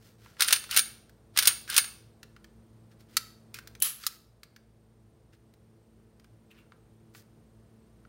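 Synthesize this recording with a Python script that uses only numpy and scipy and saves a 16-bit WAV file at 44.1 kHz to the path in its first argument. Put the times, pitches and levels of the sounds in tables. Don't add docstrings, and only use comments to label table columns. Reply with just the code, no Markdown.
import sys
import numpy as np
from scipy import signal
from scipy.fft import rfft, irfft
from scipy.io import wavfile

SR = 44100
rng = np.random.default_rng(int(sys.argv[2]) if len(sys.argv) > 2 else 0)


def wrap_up_sound(samples):
    columns = np.atleast_2d(samples).T
    tamed = np.clip(columns, -1, 1)
    steps = np.round(tamed * 32767).astype(np.int16)
    wavfile.write(sys.argv[1], SR, steps)


N = 356328
RING_TIME_S = np.arange(SR // 2) / SR


def from_db(db):
    return 10 ** (np.asarray(db) / 20)


def at_hz(points, hz):
    table = np.array(points)
    return np.interp(np.log(hz + 1), np.log(table[:, 0]), table[:, 1])


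def add(out, start_s, sound):
    start = max(int(start_s * SR), 0)
    out[start:start + len(sound)] += sound[:N - start]


def high_pass(x, edge_hz, order):
    return signal.sosfilt(signal.butter(order, edge_hz, "high", fs=SR, output="sos"), x + 1e-18)


def coloured(x, spectrum, tilt_db_oct=0):
    hz = np.fft.rfftfreq(len(x), 1 / SR)
    octaves = np.log2(np.maximum(hz, 1000) / 1000)
    shaped = irfft(rfft(x) * from_db(at_hz(spectrum, hz) + tilt_db_oct * octaves), len(x))
    return shaped / np.sqrt(np.mean(shaped ** 2) + 1e-20)


def decay(t, t60_s):
    return np.exp(-np.log(1000) * t / t60_s)


def drift(rate_hz):
    return np.interp(np.arange(N) / SR * rate_hz, np.arange(2000), rng.standard_normal(2000))


def friction(curve, body, slips_per_s, spread_db, tilt_db_oct):
    times_s, db = np.transpose(curve)
    t = np.arange(times_s[0], times_s[-1], 1 / SR)
    slips = (rng.random(N) < slips_per_s / SR) * rng.choice([-1, 1], N)
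    slips = slips * from_db(spread_db * rng.standard_normal(N))
    scrape = coloured(slips[:len(t)], body, tilt_db_oct)
    out = np.zeros(N)
    add(out, times_s[0], scrape * from_db(np.interp(t, times_s, db)))
    return out


def clatter(body, tilt_db_oct, t60_s, crack_db, crack_t60_s):
    crowd, crack = rng.standard_normal((2, len(RING_TIME_S)))
    onset = from_db(crack_db) * coloured(crack, body, tilt_db_oct + 2) * decay(RING_TIME_S, crack_t60_s)
    return onset + coloured(crowd, body, tilt_db_oct) * decay(RING_TIME_S, t60_s)


def ringing(modes, split_hz):
    out = np.zeros(len(RING_TIME_S))
    for hz, db, t60_s in modes:
        t = RING_TIME_S[:int(t60_s * SR)]
        partials_hz = hz + split_hz * rng.standard_normal((3, 1))
        cluster = np.sin(2 * np.pi * (partials_hz * t + rng.random((3, 1)))).sum(axis=0) / np.sqrt(3)
        out[:len(t)] += from_db(db) * cluster * decay(t, t60_s)
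    return out


def mains_hum(t, waver):
    # frequency in Hz, rms level in dB.
    lines = [(55.5, -68.5), (112, -64), (221.5, -67), (332.5, -73), (442, -76), (667.5, -85)]
    out = np.zeros(N)
    for hz, db in lines:
        amplitude = from_db(db) * np.sqrt(2) * (1 + waver * drift(12))
        out += amplitude * np.sin(2 * np.pi * hz * t + 2 * waver * drift(11))
    return out


def whine(t, hops_per_s, jitter_hz):
    cycle_hz = [9100, 8426, 8474, 8820, 8750, 8815, 8700, 8700, 9000, 8750]
    hops = (t - .0867) * hops_per_s
    pitch_hz = np.array(cycle_hz)[np.floor(hops).astype(int) % len(cycle_hz)] + jitter_hz * drift(200)
    return np.abs(np.sin(np.pi * hops)) * np.sin(2 * np.pi * np.cumsum(pitch_hz) / SR)


def background():
    # frequency in Hz, relative density in dB.
    spectrum = [(25, -30), (40, -21), (55, -6), (80, -9.5), (120, -7.5), (160, -8.5), (280, -16),
                (450, -15.5), (700, -23.5), (1200, -29), (2500, -37), (4500, -39.5), (8000, -43.5),
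                (16000, -46.5)]
    # time in seconds, background gain in dB.
    level_curve = [(0, 0), (3.8, 1.5), (3.95, -3.5), (5.5, -1.5), (7, 0), (8.08, 0.5)]
    t = np.arange(N) / SR
    noise = high_pass(from_db(-62) * coloured(rng.standard_normal(N), spectrum), edge_hz=42, order=4)
    hum = mains_hum(t, waver=.39)
    tone = from_db(-78.5) * whine(t, hops_per_s=30, jitter_hz=130)
    return (noise + hum + tone) * from_db(np.interp(t, *np.transpose(level_curve)))


def room_echo(build_s):
    # frequency in Hz, reverberation t60 in seconds.
    decay_times = [(200, 1.1), (1500, 0.45), (4500, .5), (9000, 0.43), (16000, 0.4)]
    # frequency in Hz, relative echo level in dB.
    colour = [(200, 0), (1500, 0.5), (4500, -1.5), (9000, -4.5), (16000, -0.5)]
    t = np.arange(SR * 3 // 4) / SR
    edges_hz = np.geomspace(150, 18000, 13)
    echo = np.zeros(len(t))
    for low_hz, high_hz in zip(edges_hz, edges_hz[1:]):
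        band_pass = signal.butter(2, [low_hz, high_hz], "band", fs=SR, output="sos")
        band = signal.sosfilt(band_pass, rng.standard_normal(len(t)))
        hz = np.sqrt(low_hz * high_hz)
        echo += band * from_db(at_hz(colour, hz)) * decay(t, at_hz(decay_times, hz))
    echo *= 1 - np.exp(-t / build_s)
    return echo / np.sqrt(np.sum(echo ** 2))


def swell(start_s, length_s, db):
    return [(start_s, db - 11.5), (start_s + length_s / 3, db),
            (start_s + 2 * length_s / 3, db - 5.5), (start_s + length_s, db - 13.5)]


def squeak(start_s, length_s, hz, db):
    resonance = [(hz / 2, -28), (hz * .87, -11), (hz, 0), (hz * 1.15, -11), (hz * 2, -28)]
    curve = swell(start_s, length_s, db)
    return friction(curve, resonance, slips_per_s=2500, spread_db=1.5, tilt_db_oct=1)


def handling():
    # frequency in Hz, relative density in dB.
    body = [(200, -23.5), (800, -18.5), (1400, 2), (2500, -2), (3500, -2.5), (5000, -2), (7500, -8),
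            (11000, -10.5), (16000, -9.5)]
    # start in seconds, level in dB, tilt in dB/octave, pitch in Hz.
    ticks = [(.2615, -44, -15, 1510), (.3684, -47.5, -10, 2500), (1.095, -52.5, -1.5, 1476),
             (2.2307, -38.5, -4, 1600), (2.364, -48.5, -6, 1350), (2.4438, -45.5, -5, 1727),
             (3.5426, -29.5, 0, 2460), (3.5875, -36, -4, 1510), (3.6738, -38, -0.5, 4970),
             (3.7515, -42, -4.5, 2490), (4.4326, -40, -2.5, 4380), (4.5626, -45, -4, 4780),
             (5.5386, -56.5, -1.5, 2618), (6.1977, -54, -3.5, 1900), (6.2442, -53, -5, 1488),
             (6.7209, -46, -12.5, 1550), (7.1489, -40.5, -9.5, 1510), (8.051, -52.5, -15, 1458)]
    # start and length in seconds, level in dB, tilt in dB/octave.
    rubs = [(0, 0.16, -61, 1), (0.183, 0.21, -60, -0.5), (2.907, 0.035, -64.5, -1.5),
            (2.992, 0.044, -62, 0.5), (3.086, 0.23, -58.5, 0), (3.538, 0.062, -49.5, -1),
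            (3.978, 0.19, -48.5, 1.5), (5.323, 0.035, -63, -1.5), (6.494, 0.18, -66.5, -5.5),
            (7.137, 0.089, -54, 3)]
    # start and length in seconds, pitch in Hz, level in dB.
    squeaks = [(0.474, 0.02, 9400, -27), (0.711, 0.042, 2880, -35), (1.68, 0.049, 1600, -39.5),
               (3.547, 0.034, 2500, -52.5), (3.813, 0.014, 3030, -44), (6.504, 0.027, 2590, -56.5),
               (6.568, 0.059, 2650, -62.5)]
    out = np.zeros(N)
    for start_s, db, tilt, hz in ticks:
        knock = from_db(-3.5) * clatter(body, tilt + 2.2, t60_s=.033, crack_db=-1, crack_t60_s=.0087)
        ring = ringing([(hz, -6.5, .016)], split_hz=110)
        add(out, start_s, from_db(db) * (knock + ring))
    for start_s, length_s, db, tilt in rubs:
        curve = swell(start_s, length_s, db)
        out += friction(curve, body, slips_per_s=3200, spread_db=3.5, tilt_db_oct=tilt)
    out += sum(squeak(*row) for row in squeaks)
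    return high_pass(out, edge_hz=690, order=4)


def spring():
    # frequency in Hz, relative density in dB.
    body = [(200, -45.5), (700, -16), (1300, -5), (2000, -6.5), (3000, 0.5), (4500, -2), (6500, -1.5),
            (9500, 2.5), (11000, 12), (13000, 1), (16000, 1)]
    # frequency in Hz, relative level in dB, t60 in seconds.
    modes = [(3149, -16, .1), (7850, -22, .15), (9110, -20, .15), (10950, -11, .16), (11320, -15, .25),
             (12000, -20, .2), (15600, -18, .14)]
    # start in seconds, level in dB, tilt in dB/octave, t60 in seconds.
    hits = [(3.8018, -35.5, 3.5, 0.029), (3.822, -16.5, -0.5, 0.037), (3.8242, -9.5, 2.5, 0.02),
            (3.832, -14.5, 11, 0.014)]
    rattle_s, peak_s, end_s = 3.823, 3.854, 3.994
    rattle_curve = [(rattle_s, -35.5), (peak_s, -27), (end_s, -60)]
    out = friction(rattle_curve, body, slips_per_s=4100, spread_db=2, tilt_db_oct=-1.5)
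    for start_s, db, tilt, t60_s in hits:
        snap = from_db(-5) * clatter(body, tilt - 2.5, t60_s, crack_db=7.5, crack_t60_s=.0058)
        ring = from_db(-10) * ringing(modes, split_hz=87.4)
        add(out, start_s, from_db(db) * (snap + ring))
    return high_pass(out, edge_hz=1030, order=2)


def trigger():
    # frequency in Hz, relative density in dB.
    body = [(200, -37), (900, -44), (1300, 8), (2000, 10), (3000, 4), (4300, 12.5), (5500, 3.5),
            (7300, -0.5), (9000, -3), (11000, -4.5), (16000, -10.5)]
    # frequency in Hz, relative level in dB, t60 in seconds.
    modes = [(1360, -15, .04), (3330, -16, .02), (4220, -11, .02), (4620, -12.5, .02), (6170, -17, .03),
             (8890, -17, .025)]
    # start in seconds, level in dB, tilt in dB/octave, ring in dB, ring pitch ratio,
    # grip damping in dB/octave.
    snaps = [(3.1681, -10, 5, -1.5, .99, 1.5), (4.0368, -35, 0, 6, .94, 7),
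             (4.0658, -14.5, 8, -1.5, .93, 5.5)]
    # delay in seconds, level in dB, t60 in seconds.
    striker = [(0, 0.5, 0.03), (.0027, -5, 0.015), (.007, -12.5, .04)]
    out, lowest_hz = np.zeros(N), modes[0][0]
    for start_s, db, tilt, ring_db, pitch_ratio, damping_db_oct in snaps:
        gripped = [(hz * pitch_ratio, mode_db - damping_db_oct * np.log2(hz / lowest_hz), mode_t60_s)
                   for hz, mode_db, mode_t60_s in modes]
        for delay_s, blow_db, t60_s in striker:
            snap = from_db(-3.5) * clatter(body, tilt, t60_s, crack_db=-7.5, crack_t60_s=.0047)
            ring = from_db(ring_db) * ringing(gripped, split_hz=50)
            add(out, start_s + delay_s, from_db(db + blow_db) * (snap + ring))
    return high_pass(out, edge_hz=970, order=5)


def travel(start_s, end_s, end_db, start_db, overrun_s, release_s):
    rest_s = end_s + overrun_s
    return [(start_s - .036, -72), (start_s, start_db),
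            (rest_s, end_db), (rest_s + release_s, end_db - 27)]


def rack_contacts(unlock_s, stop_s, stop_db, stop_tilt, forward_s, barrel_s, home_s, settle_s):
    # level in dB, tilt in dB/octave, t60 in seconds, ring in dB.
    take_up = (-31.5, -4, 0.19, -7)
    unlock = (-12.5, 1, 0.0351, -5)
    barrel_drop = (-11, 1.5, 0.0569, -2)
    set_off = (-24, 2.5, 0.0341, -5)
    meet_barrel = (-12.5, 2.5, .055, 2)
    lock_home = (-5, 3.2, .022, -1)
    settle = (-12, 1.5, 0.0387, -3)
    bounce_s, loss_db, t60_s, ring_db = .0045, 5.5, .045, -1.5
    opening = [(unlock_s - .011, *take_up), (unlock_s, *unlock), (unlock_s + .0137, *barrel_drop)]
    chatter = [(stop_s + k * bounce_s, stop_db - k * loss_db, stop_tilt, t60_s, ring_db)
               for k in range(3)]
    closing = [(forward_s, *set_off), (barrel_s, *meet_barrel),
               (home_s, *lock_home), (settle_s, *settle)]
    return opening + chatter + closing


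def slide():
    # frequency in Hz, relative density in dB.
    body = [(200, -21.5), (400, -18.5), (700, -16.5), (1000, -12), (1350, 2), (2000, -2), (4000, 2),
            (5500, -0.5), (7800, -8.5), (9200, 1), (10800, -8.5), (16000, -8.5)]
    # frequency in Hz, relative level in dB, t60 in seconds.
    modes = [(1500, -16, .1), (1690, -15, .12), (2210, -10, .09), (2685, -7, .06), (2995, -7, .06),
             (3820, -12, .1), (4198, -14, .1), (4625, -21, .33), (4993, -15, .09), (5205, -13, .08),
             (6154, -17, .1), (6555, -15.5, .24), (8800, -14, .25), (8975, -10, .25), (9120, -12, .33),
             (9333, -7, .23), (9600, -13, .18), (9880, -14, .1), (10955, -18, .12), (12100, -19, .13),
             (15005, -17, .12)]
    # unlock and rear stop in seconds, stop level in dB, stop tilt in dB/octave,
    # then forward start, barrel contact, lock-up and settling in seconds.
    racks = [(0.4068, .526, -8, 1.5, .7113, .7637, .7728, .7925),
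             (1.3743, 1.4727, -5.5, 4, 1.7002, 1.7651, 1.7788, 1.7832)]
    # start in seconds, level in dB, tilt in dB/octave.
    catches = [(0.4457, -26.5, 0), (0.484, -17, 1), (0.5075, -20, -.5), (0.5612, -24.5, -.5),
               (.64, -37, -2), (.693, -44, -6.5), (0.7451, -25.5, 0), (.785, -16, 2), (1.4249, -20.5, 1.5),
               (1.431, -21, 3), (1.455, -18, 1), (1.677, -41, -2.5), (1.7296, -29.5, -2.5),
               (1.7429, -25, 2.5), (1.8429, -31.5, -3.5)]
    # starting level in dB, overrun and release in seconds.
    pull = (-41, .025, .07)
    forward = (-38, .017, .035)
    catch_t60_s, catch_ring_db, forward_end_db = .042, -4, -32
    hits = [(*catch, catch_t60_s, catch_ring_db) for catch in catches]
    runs = []
    for rack in racks:
        unlock_s, stop_s, stop_db, _, forward_s, _, home_s, _ = rack
        pull_end_db = stop_db - 27
        runs.append(travel(unlock_s, stop_s, pull_end_db, *pull))
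        runs.append(travel(forward_s, home_s, forward_end_db, *forward))
        hits += rack_contacts(*rack)
    out = sum(friction(run, body, slips_per_s=4000, spread_db=2.5, tilt_db_oct=-1.7) for run in runs)
    for start_s, db, tilt, t60_s, ring_db in hits:
        clack = from_db(-2.5) * clatter(body, tilt - .3, t60_s, crack_db=-1, crack_t60_s=.021)
        ring = from_db(ring_db - 13) * ringing(modes, split_hz=50)
        add(out, start_s, from_db(db) * (clack + ring))
    return high_pass(out, edge_hz=220, order=2)


def scene():
    racking, snaps, rattle, fingers = slide(), trigger(), spring(), handling()
    send = from_db(-18) * racking + from_db(-19) * snaps + from_db(-13.5) * (rattle + fingers)
    room = signal.fftconvolve(send, room_echo(build_s=.0039))[:N]
    return (racking + snaps + rattle + fingers + room + background())[None]


def record(dry):
    ceiling, cutoff_hz = .95, 15780
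    low_pass = signal.ellip(10, .2, 70, cutoff_hz, fs=SR, output="sos")
    return signal.sosfilt(low_pass, ceiling * np.tanh(dry / ceiling))


dry = scene()
out = record(dry)
wrap_up_sound(out)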